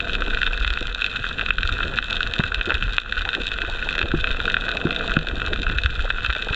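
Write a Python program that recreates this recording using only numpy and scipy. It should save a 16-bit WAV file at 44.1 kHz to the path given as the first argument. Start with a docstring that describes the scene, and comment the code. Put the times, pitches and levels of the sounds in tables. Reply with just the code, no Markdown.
"""Snapping shrimp crackle all over a coral reef, heard underwater from a microphone inside a drifting,
hand-held waterproof camera case. Each claw collapses a cavitation bubble whose pressure spike rings the
case: close snaps click sharply, the countless far ones merge into a steady whine. Water rumbles past and
slaps the case, the surface washes overhead, small bubbles gurgle close by, and the hand knocks the case
a few times. The camera's gain ducks after the loudest peaks."""
import sys
import numpy as np
from scipy import signal
from scipy.fft import rfft, irfft, next_fast_len
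from scipy.io import wavfile
from scipy.ndimage import map_coordinates

SR = 44100
rng = np.random.default_rng(int(sys.argv[2]) if len(sys.argv) > 2 else 0)


def store_pcm(level_fs):
    """Save levels as 16-bit WAV."""
    pcm = np.round(np.clip(level_fs, -1, 1) * 32767).astype(np.int16)
    wavfile.write(sys.argv[1], SR, np.atleast_2d(pcm).T)


N = 288855


def amp(db):
    """Decibels to gain."""
    return 10 ** (np.asarray(db) / 20)


def unit_rms(x):
    """x scaled to rms 1."""
    return x / np.sqrt(np.mean(x ** 2) + 1e-20)


def spectrum_db(points, hz):
    """Rows of freq_hz, level_db read at hz on a log axis."""
    freq_hz, level_db = np.transpose(points)
    return np.interp(np.log(hz + 1), np.log(freq_hz), level_db)


def level_curve(points):
    """Rows of time_s, level_db joined into one level per sample."""
    time_s, level_db = np.transpose(points)
    return np.interp(np.arange(N) / SR, time_s, level_db)


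def wobble(rate_hz):
    """A smooth random curve with rate_hz knots a second."""
    knots = rng.standard_normal(int(N * rate_hz / SR) + 4)
    return map_coordinates(knots, [np.arange(N) * rate_hz / SR])


def filtered(x, response):
    """x through a filter whose gain is response(hz)."""
    size = next_fast_len(N + SR // 2)
    return irfft(rfft(x, size) * response(np.fft.rfftfreq(size, 1 / SR)), size)[:N]


def noise(spectrum):
    """Coloured noise of rms 1."""
    return unit_rms(filtered(rng.standard_normal(N), lambda hz: amp(spectrum_db(spectrum, hz))))


def add(track, start_s, sound):
    """Mix a sound into the track from start_s."""
    start = int(np.clip(round(start_s * SR), 0, N))
    track[start:start + len(sound)] += sound[:N - start]


# Strength of the water moving right past the case: time_s, level_db
FLOW_LEVELS = [(0.0, -30), (0.56, -31.5), (0.95, -36.5), (1.4, -27), (2.55, -31), (2.9, -29), (3.61, -36),
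               (4.23, -27.5), (4.82, -32), (5.58, -25), (6.33, -32.5), (6.55, -34)]
# Spectra of its slow swells and of its eddies: freq_hz, level_db
SWELL_SPECTRUM = [(10, -12), (20, -1), (36, 0), (52, -8), (80, -18), (140, -38), (600, -120)]
EDDY_SPECTRUM = [(35, -27), (70, 3), (110, -2.5), (170, -10), (300, -16), (900, -58), (3000, -120)]

def water_flow():
    """One flow drives both the slow pressure swells and the smaller eddies on the case."""
    flow_db = level_curve(FLOW_LEVELS)
    swells = amp(flow_db + 0.5 + 3.4 * wobble(rate_hz=8.8)) * noise(SWELL_SPECTRUM)
    eddies = amp(flow_db - 11 + 3.5 * wobble(rate_hz=22)) * noise(EDDY_SPECTRUM)
    return swells + eddies


# Strength of the wash at the surface, above the microphone: time_s, level_db
WASH_LEVELS = [(0.0, -36.5), (0.22, -35), (0.46, -40.5), (1.06, -45.5), (1.95, -38.5), (2.59, -41),
               (3.04, -45.5), (3.81, -42), (4.07, -39), (4.98, -32), (6.29, -45), (6.55, -40.5)]
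# Spectrum of its swish: freq_hz, level_db
SWISH_SPECTRUM = [(90, -33.5), (170, -0.5), (250, 1), (330, -5), (400, -0.5), (490, 4), (580, -9.5),
                  (680, 0.5), (830, -18), (1200, -14.5), (5000, -120)]

def surface_wash():
    """The surface washes overhead with a low, fluttering swish."""
    return amp(level_curve(WASH_LEVELS) - 1.5 + 1.7 * wobble(rate_hz=40)) * noise(SWISH_SPECTRUM)


def bubbles(length_s, pitch_hz, count, spread, cycles, rise=0.63):
    """Bubbles born within length_s; each rises in pitch as it rings down 40 dB in about `cycles` cycles."""
    t = np.arange(int((length_s + 0.094) * SR)) / SR
    birth_s = length_s * rng.random((count, 1))
    hz = pitch_hz * np.exp(spread * rng.standard_normal((count, 1)))
    age_s = np.maximum(t - birth_s, 0)
    life = age_s * hz / cycles
    envelope = rng.uniform(0.09, 1, (count, 1)) * amp(-40 * life)
    phase = 2 * np.pi * hz * age_s * (1 + rise * np.minimum(life, 1))
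    cloud = np.sum(envelope * np.sin(phase), axis=0)
    return cloud / np.sqrt(np.sum(cloud ** 2) / (length_s * SR))


def stray_bubbles(count, pitch_hz):
    """Single small bubbles burble on, louder where the surface washes harder."""
    out = np.zeros(N)
    for when, size, tone in rng.random((count, 3)):
        bubble = bubbles(0.01017, pitch_hz * 2 ** (2 * tone - 1), count=1, spread=0.16, cycles=6.9)
        add(out, when * N / SR, size ** 2 * bubble)
    return amp(level_curve(WASH_LEVELS) - 8) * unit_rms(out)


# Bubble clouds close beside the case: start_s, rms_db, length_s, pitch_hz
BUBBLE_CLOUDS = [(.267, -33.5, 0.018, 425), (0.809, -30, 0.016, 414), (1.42, -33, 0.0119, 350),
                 (1.835, -37, .12, 396), (2.671, -28.5, 0.055, 534), (3.247, -37, .045, 766),
                 (3.354, -32, .06, 443), (3.626, -33.5, 0.017, 530), (3.679, -32.5, 0.02, 540),
                 (3.739, -42.5, 0.055, 504), (3.859, -36.5, .02, 510), (3.961, -34, .099, 423),
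                 (5.501, -30.5, 0.042, 348), (5.585, -31.5, 0.023, 301), (5.689, -32, .041, 193),
                 (6.039, -31.5, 0.02, 684), (6.354, -32.5, .012, 575), (6.466, -29, 0.01, 540)]

def gurgles():
    """Air stirred into the water breaks up; longer gurgles hold more bubbles."""
    out = np.zeros(N)
    for start_s, rms_db, length_s, pitch_hz in BUBBLE_CLOUDS:
        count = 4 + int(300 * length_s)
        add(out, start_s, amp(rms_db) * bubbles(length_s, pitch_hz, count, spread=0.35, cycles=8.1))
    return out


# Water slapping directly on the case: start_s, peak_db, pitch_hz
WATER_SLAPS = [(0.596, -14, 41.4), (0.653, -18, 53.3), (0.697, -16.5, 45.7), (1.2, -29.5, 106),
               (1.64, -17.5, 61.4), (1.711, -21, 77.5), (2.562, -26, 45), (2.736, -18, 62),
               (4.029, -19, 67), (5.311, -21, 60), (5.361, -23, 48.7), (5.492, -15, 34.8), (5.659, -17, 45),
               (5.75, -15, 55.4), (5.847, -10.5, 59), (6.283, -14.5, 53.3)]

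def water_slaps(rise_cycles):
    """Each slap rocks the case for two or three cycles."""
    out, t = np.zeros(N), np.arange(SR // 4) / SR
    for start_s, peak_db, pitch_hz in WATER_SLAPS:
        age = pitch_hz * t / rise_cycles
        swell = age ** 2 * np.exp(2 - 2 * age)
        add(out, start_s, amp(peak_db) * swell * np.sin(2 * np.pi * pitch_hz * t))
    return out


# Low modes of the case held in the hand: pitch_hz, level_db, t60_s
HELD_CASE_MODES = [(91, -15, 0.035), (159.3, -6.5, 0.16), (242, 2, 0.035), (344, 13.5, 0.044)]
# Skin rubbing on the case: freq_hz, level_db
SCUFF_SPECTRUM = [(80, 6.5), (250, 6), (700, -4), (1400, -1.5), (2500, -35), (7000, -71), (12000, -120)]
# Knocks on the case, right at the microphone: start_s, swing_db, contact_s, shove_db, scuff_db
HAND_KNOCKS = [(2.396, -26, 0.0029, -11, -13), (4.138, -8.5, 0.004, -29, -24),
               (4.852, -8.5, 0.0042, -31, -41), (5.168, -5, .0052, -40, -14),
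               (6.507, -27, 0.0062, -15.5, -25.5)]

def hand_knocks():
    """A push of the hand shoves the case and sets it swinging, while the skin scuffs it."""
    out, scuff_envelope = np.zeros(N), np.zeros(N)
    t = np.arange(SR // 5) / SR
    for start_s, swing_db, contact_s, shove_db, scuff_db in HAND_KNOCKS:
        swing = sum(amp(level_db + rng.normal(0, 1) - 60 * t / t60_s) * np.cos(2 * np.pi * pitch_hz * t)
                    for pitch_hz, level_db, t60_s in HELD_CASE_MODES)
        push = np.sin(np.pi * np.minimum(t / contact_s, 1))
        thud = signal.fftconvolve(swing, push ** 2)[:len(t)]
        shove = amp(shove_db) * np.sqrt(np.abs(push))
        add(out, start_s, -amp(swing_db) * thud / np.abs(thud).max() - shove)
        add(scuff_envelope, start_s, amp(scuff_db - 60 * t / 0.053))
    scuffs = scuff_envelope * noise(SCUFF_SPECTRUM)
    # the soft hand and the wall pass little treble
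    return filtered(out + scuffs, lambda hz: 1 / (1 + 1j * hz / 2500) ** 3)


# What the case wall lets through to the microphone: freq_hz, gain_db
WALL_RESPONSE = [(100, -33.5), (500, -26), (880, -29), (1300, -19), (1900, -12.5), (3200, -10.5),
                 (3900, -15), (4800, -36.5), (7400, -44.5), (8200, -55), (9500, -58.5), (11500, -72.5),
                 (15000, -84)]
# Resonances and antiresonances that colour the case's ring: centre_hz, width_hz, gain_db
CASE_RESONANCES = [(1480.5, 425, 17.5), (2200, 150, -29), (2594, 280, 14.5), (2803, 260, -7),
                   (3674, 270, 7.5), (7230, 510, 6)]

def case_ring(tilt_db_per_octave, round_db, colour_db=0, samples=2048):
    """The case's ring after one spike, peak 1; each direction of arrival gives it a random colour."""
    hz = np.fft.rfftfreq(samples, 1 / SR)
    db = spectrum_db(WALL_RESPONSE, hz)
    for centre_hz, width_hz, gain_db in CASE_RESONANCES:
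        db += gain_db / (1 + (2 * (hz - centre_hz) / width_hz) ** 2)
    db += tilt_db_per_octave * np.log2(np.clip(hz, 1300, 4500) / 2000)
    # a rounder spike gathers its energy near the main resonances
    db -= round_db * np.log2(np.clip(hz, 1000, 6500) / 2400) ** 2
    db += colour_db * map_coordinates(rng.standard_normal(64), [hz / 400])
    # minimum phase: a sharp start, then the ringing
    cepstrum = irfft(np.log(amp(db)))
    response = np.exp(rfft(2 * cepstrum[:samples // 2], samples) - cepstrum[0])
    # bending waves in the wall disperse, so the ring swells over its first cycle
    dispersion = ((2500 - 1j * hz) / (2500 + 1j * hz)) ** 3
    ring = irfft(response * dispersion)
    return ring / np.abs(signal.hilbert(ring)).max()


def far_shrimp(count, level_db, tilt_db_per_octave):
    """The farthest snaps overlap and keep the case ringing in a slightly wavering whine."""
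    spikes = np.bincount(rng.integers(N, size=count), rng.standard_normal(count), N)
    waver_db = 1.3 * wobble(rate_hz=6)
    whine = signal.fftconvolve(spikes, case_ring(tilt_db_per_octave, round_db=-4.0))[:N]
    return amp(level_db + waver_db) * unit_rms(whine)


def reef_echo(snaps, t60_s, level_db):
    """Coral heads and the rippled surface scatter each snap into a short, sparse, ever-changing tail."""
    t = np.arange(SR // 10) / SR
    out, hop = np.zeros(N), SR // 12
    window = signal.windows.cosine(2 * hop)
    for start in range(0, N, hop):
        part = snaps[start:start + 2 * hop]
        tail = rng.standard_normal(len(t)) ** 3 * amp(-60 * t / t60_s) * (t > .002)
        add(out, start / SR, signal.fftconvolve(part * window[:len(part)], tail / np.linalg.norm(tail)))
    return amp(level_db) * out


def midrange_shrimp(count, near_db, far_db, tilt_db_per_octave, tilt_spread):
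    """Shrimp spread evenly over the reef, heard by 1 / distance: many faint snaps, few strong ones."""
    out = np.zeros(N)
    for area, (when, tone) in zip(np.linspace(0, 1, count), rng.random((count, 2))):
        distance = np.sqrt(amp(-2 * near_db) + area * amp(-2 * far_db))
        ring = case_ring(tilt_db_per_octave + tilt_spread * (2 * tone - 1), round_db=-1.14, colour_db=3)
        add(out, when * N / SR, ring / distance)
    return out


# Snaps of the shrimp closest to the microphone: start_s, peak_db, tilt_db_per_octave
CLOSE_SNAPS = [(0.0038, -7.5, 3), (0.0956, -11, 0.5), (0.1326, -11, 10.5), (0.1519, -7, 3),
               (0.221, -8.5, -3.5), (0.3063, -13, 1), (0.347, -8.5, 3), (0.372, -9, -4.5),
               (0.4164, -6.5, 1.5), (0.4311, -4, 2), (0.4659, -6.5, 1), (0.4746, -9.5, -4.5),
               (0.6471, -5, -3.5), (0.6773, -7, 5), (0.704, -7.5, 4.5), (0.7739, -8.5, -6),
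               (0.9477, -10.5, 13), (1.0195, -7, 3.5), (1.0432, -5.5, 3), (1.0635, -7, 4.5),
               (1.1605, -10.0, 3), (1.2419, -10, -10.5), (1.385, -12.5, -4), (1.394, -8.5, -4),
               (1.4116, -7, -1.5), (1.4619, -7.5, -1.5), (1.5061, -1.0, -6), (1.5834, -5, -3),
               (1.6313, -5, 4.5), (1.6749, -9.5, 12.5), (1.691, -11, -15), (1.7884, -14, -9),
               (1.8051, -10, -12.5), (1.8313, -8.0, -3), (1.9763, -9.5, 3), (1.9867, -3, -1),
               (2.0262, -10, 1.5), (2.108, -10, 7), (2.129, -7.5, 10), (2.1676, -9.5, 5),
               (2.206, -7.5, 0.5), (2.2302, -7, 7.5), (2.2656, -14, -5), (2.3371, -8, 11.5),
               (2.3899, -9, 5.5), (2.403, -8.5, -5), (2.4379, -6.5, -5.5), (2.5195, -10.5, -13.5),
               (2.5451, -5.5, 11.5), (2.6117, -5.5, -5), (2.6954, -10.5, -9), (2.705, -6.5, -2),
               (2.7197, -8.5, -10), (2.7429, -11, 12.5), (2.7523, -9.5, 1), (2.8248, -6.5, -4),
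               (2.9822, 0.5, -6), (3.124, -6, -0.5), (3.1814, -11, 0.5), (3.252, -10, -0.5),
               (3.29, -6, -1.5), (3.331, -10, 1), (3.3404, -11, 0), (3.3501, -6.5, 8), (3.4686, -9.5, 14.5),
               (3.5168, -10, -3.5), (3.5864, -8.5, -6), (3.618, -8.0, 3), (3.889, -8.5, 4.5),
               (3.953, -11.0, 4.5), (3.9807, -8, 2), (3.9914, -6.5, 6), (4.0142, -6, -3),
               (4.0285, -8, -0.5), (4.1164, -10.5, -2), (4.2425, -4, -4.5), (4.272, -7, 1.5),
               (4.3063, -11, -0.5), (4.4018, -8, -4.5), (4.4546, -9, -9), (4.4787, -9.5, -1),
               (4.5005, -6.5, 1), (4.5426, -2.5, -3), (4.5674, -2.5, -9), (4.6646, -14, -6),
               (4.6828, -9.5, -7.5), (4.6909, -9.5, 6), (4.7156, -10.0, 7), (4.7703, -9, 8.5),
               (4.8141, -13, -0.5), (4.87, -12, -12), (4.9073, -8.5, 7), (4.928, -11.5, 2), (4.9622, -9, 6),
               (5.0776, -13.5, 15), (5.118, -9.5, -1.5), (5.1668, -5, -4.5), (5.19, -7.5, 4.5),
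               (5.2702, -11.5, 3), (5.286, -10.5, 7), (5.4176, -8, -10), (5.473, -12.5, -7),
               (5.533, -6, -1), (5.5602, -12.5, -3), (5.6668, -8.5, -6), (5.6984, -10.5, -3),
               (5.7848, -5.5, 0.5), (5.8356, -10.0, 5.5), (5.86, -4.5, -1), (6.1034, -3, -9),
               (6.1842, -14, -10.5), (6.2473, -7.5, -2), (6.2625, -9.5, 9), (6.2961, -14, -16),
               (6.302, -5.5, -5.5), (6.3333, -14, 10.5), (6.3507, -11, 0), (6.3655, -12.0, -5),
               (6.4232, -10.0, 4), (6.5449, -9, 11)]

def close_shrimp(round_above_db):
    """Each claw collapses a cavitation bubble: one pressure spike that rings the case."""
    out = np.zeros(N)
    for start_s, peak_db, tilt_db_per_octave in CLOSE_SNAPS:
        # a bigger bubble is louder and its spike is rounder
        round_db = 0.28 * max(peak_db - round_above_db, 0)
        add(out, start_s, amp(peak_db) * case_ring(tilt_db_per_octave, round_db, colour_db=3))
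    return out


def scene():
    """The reef as it reaches the single microphone inside the case."""
    snaps = close_shrimp(round_above_db=-11)
    snaps += midrange_shrimp(count=1000, near_db=-12, far_db=-25, tilt_db_per_octave=0.45, tilt_spread=13.6)
    echo = reef_echo(snaps, t60_s=0.066, level_db=-12)
    whine = far_shrimp(count=16000, level_db=-37, tilt_db_per_octave=0.19)
    air = gurgles() + stray_bubbles(count=450, pitch_hz=541)
    handling = hand_knocks()
    water = water_slaps(rise_cycles=0.76) + water_flow() + surface_wash()
    return (water + air + handling + whine + echo + snaps)[None]


def gain_control(x, threshold_db, attack_s, release_db_per_s):
    """The gain ducks just after a loud peak, then recovers at a steady rate."""
    over_db = np.maximum(20 * np.log10(np.abs(x) + 1e-9) - threshold_db, 0)
    ramp_db = release_db_per_s * np.arange(N) / SR
    duck_db = np.maximum.accumulate(over_db + ramp_db) - ramp_db
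    lag = np.exp(-1 / (attack_s * SR))
    return x * amp(-signal.lfilter([1 - lag], [1, -lag], duck_db))


def record(dry):
    """The camera ducks after the loudest peaks and keeps nothing above 15.8 kHz."""
    ducked = gain_control(dry[0], threshold_db=-6.5, attack_s=0.004, release_db_per_s=40.5)
    return filtered(ducked, lambda hz: hz < 15800)[None]


dry = scene()
out = record(dry)
store_pcm(out)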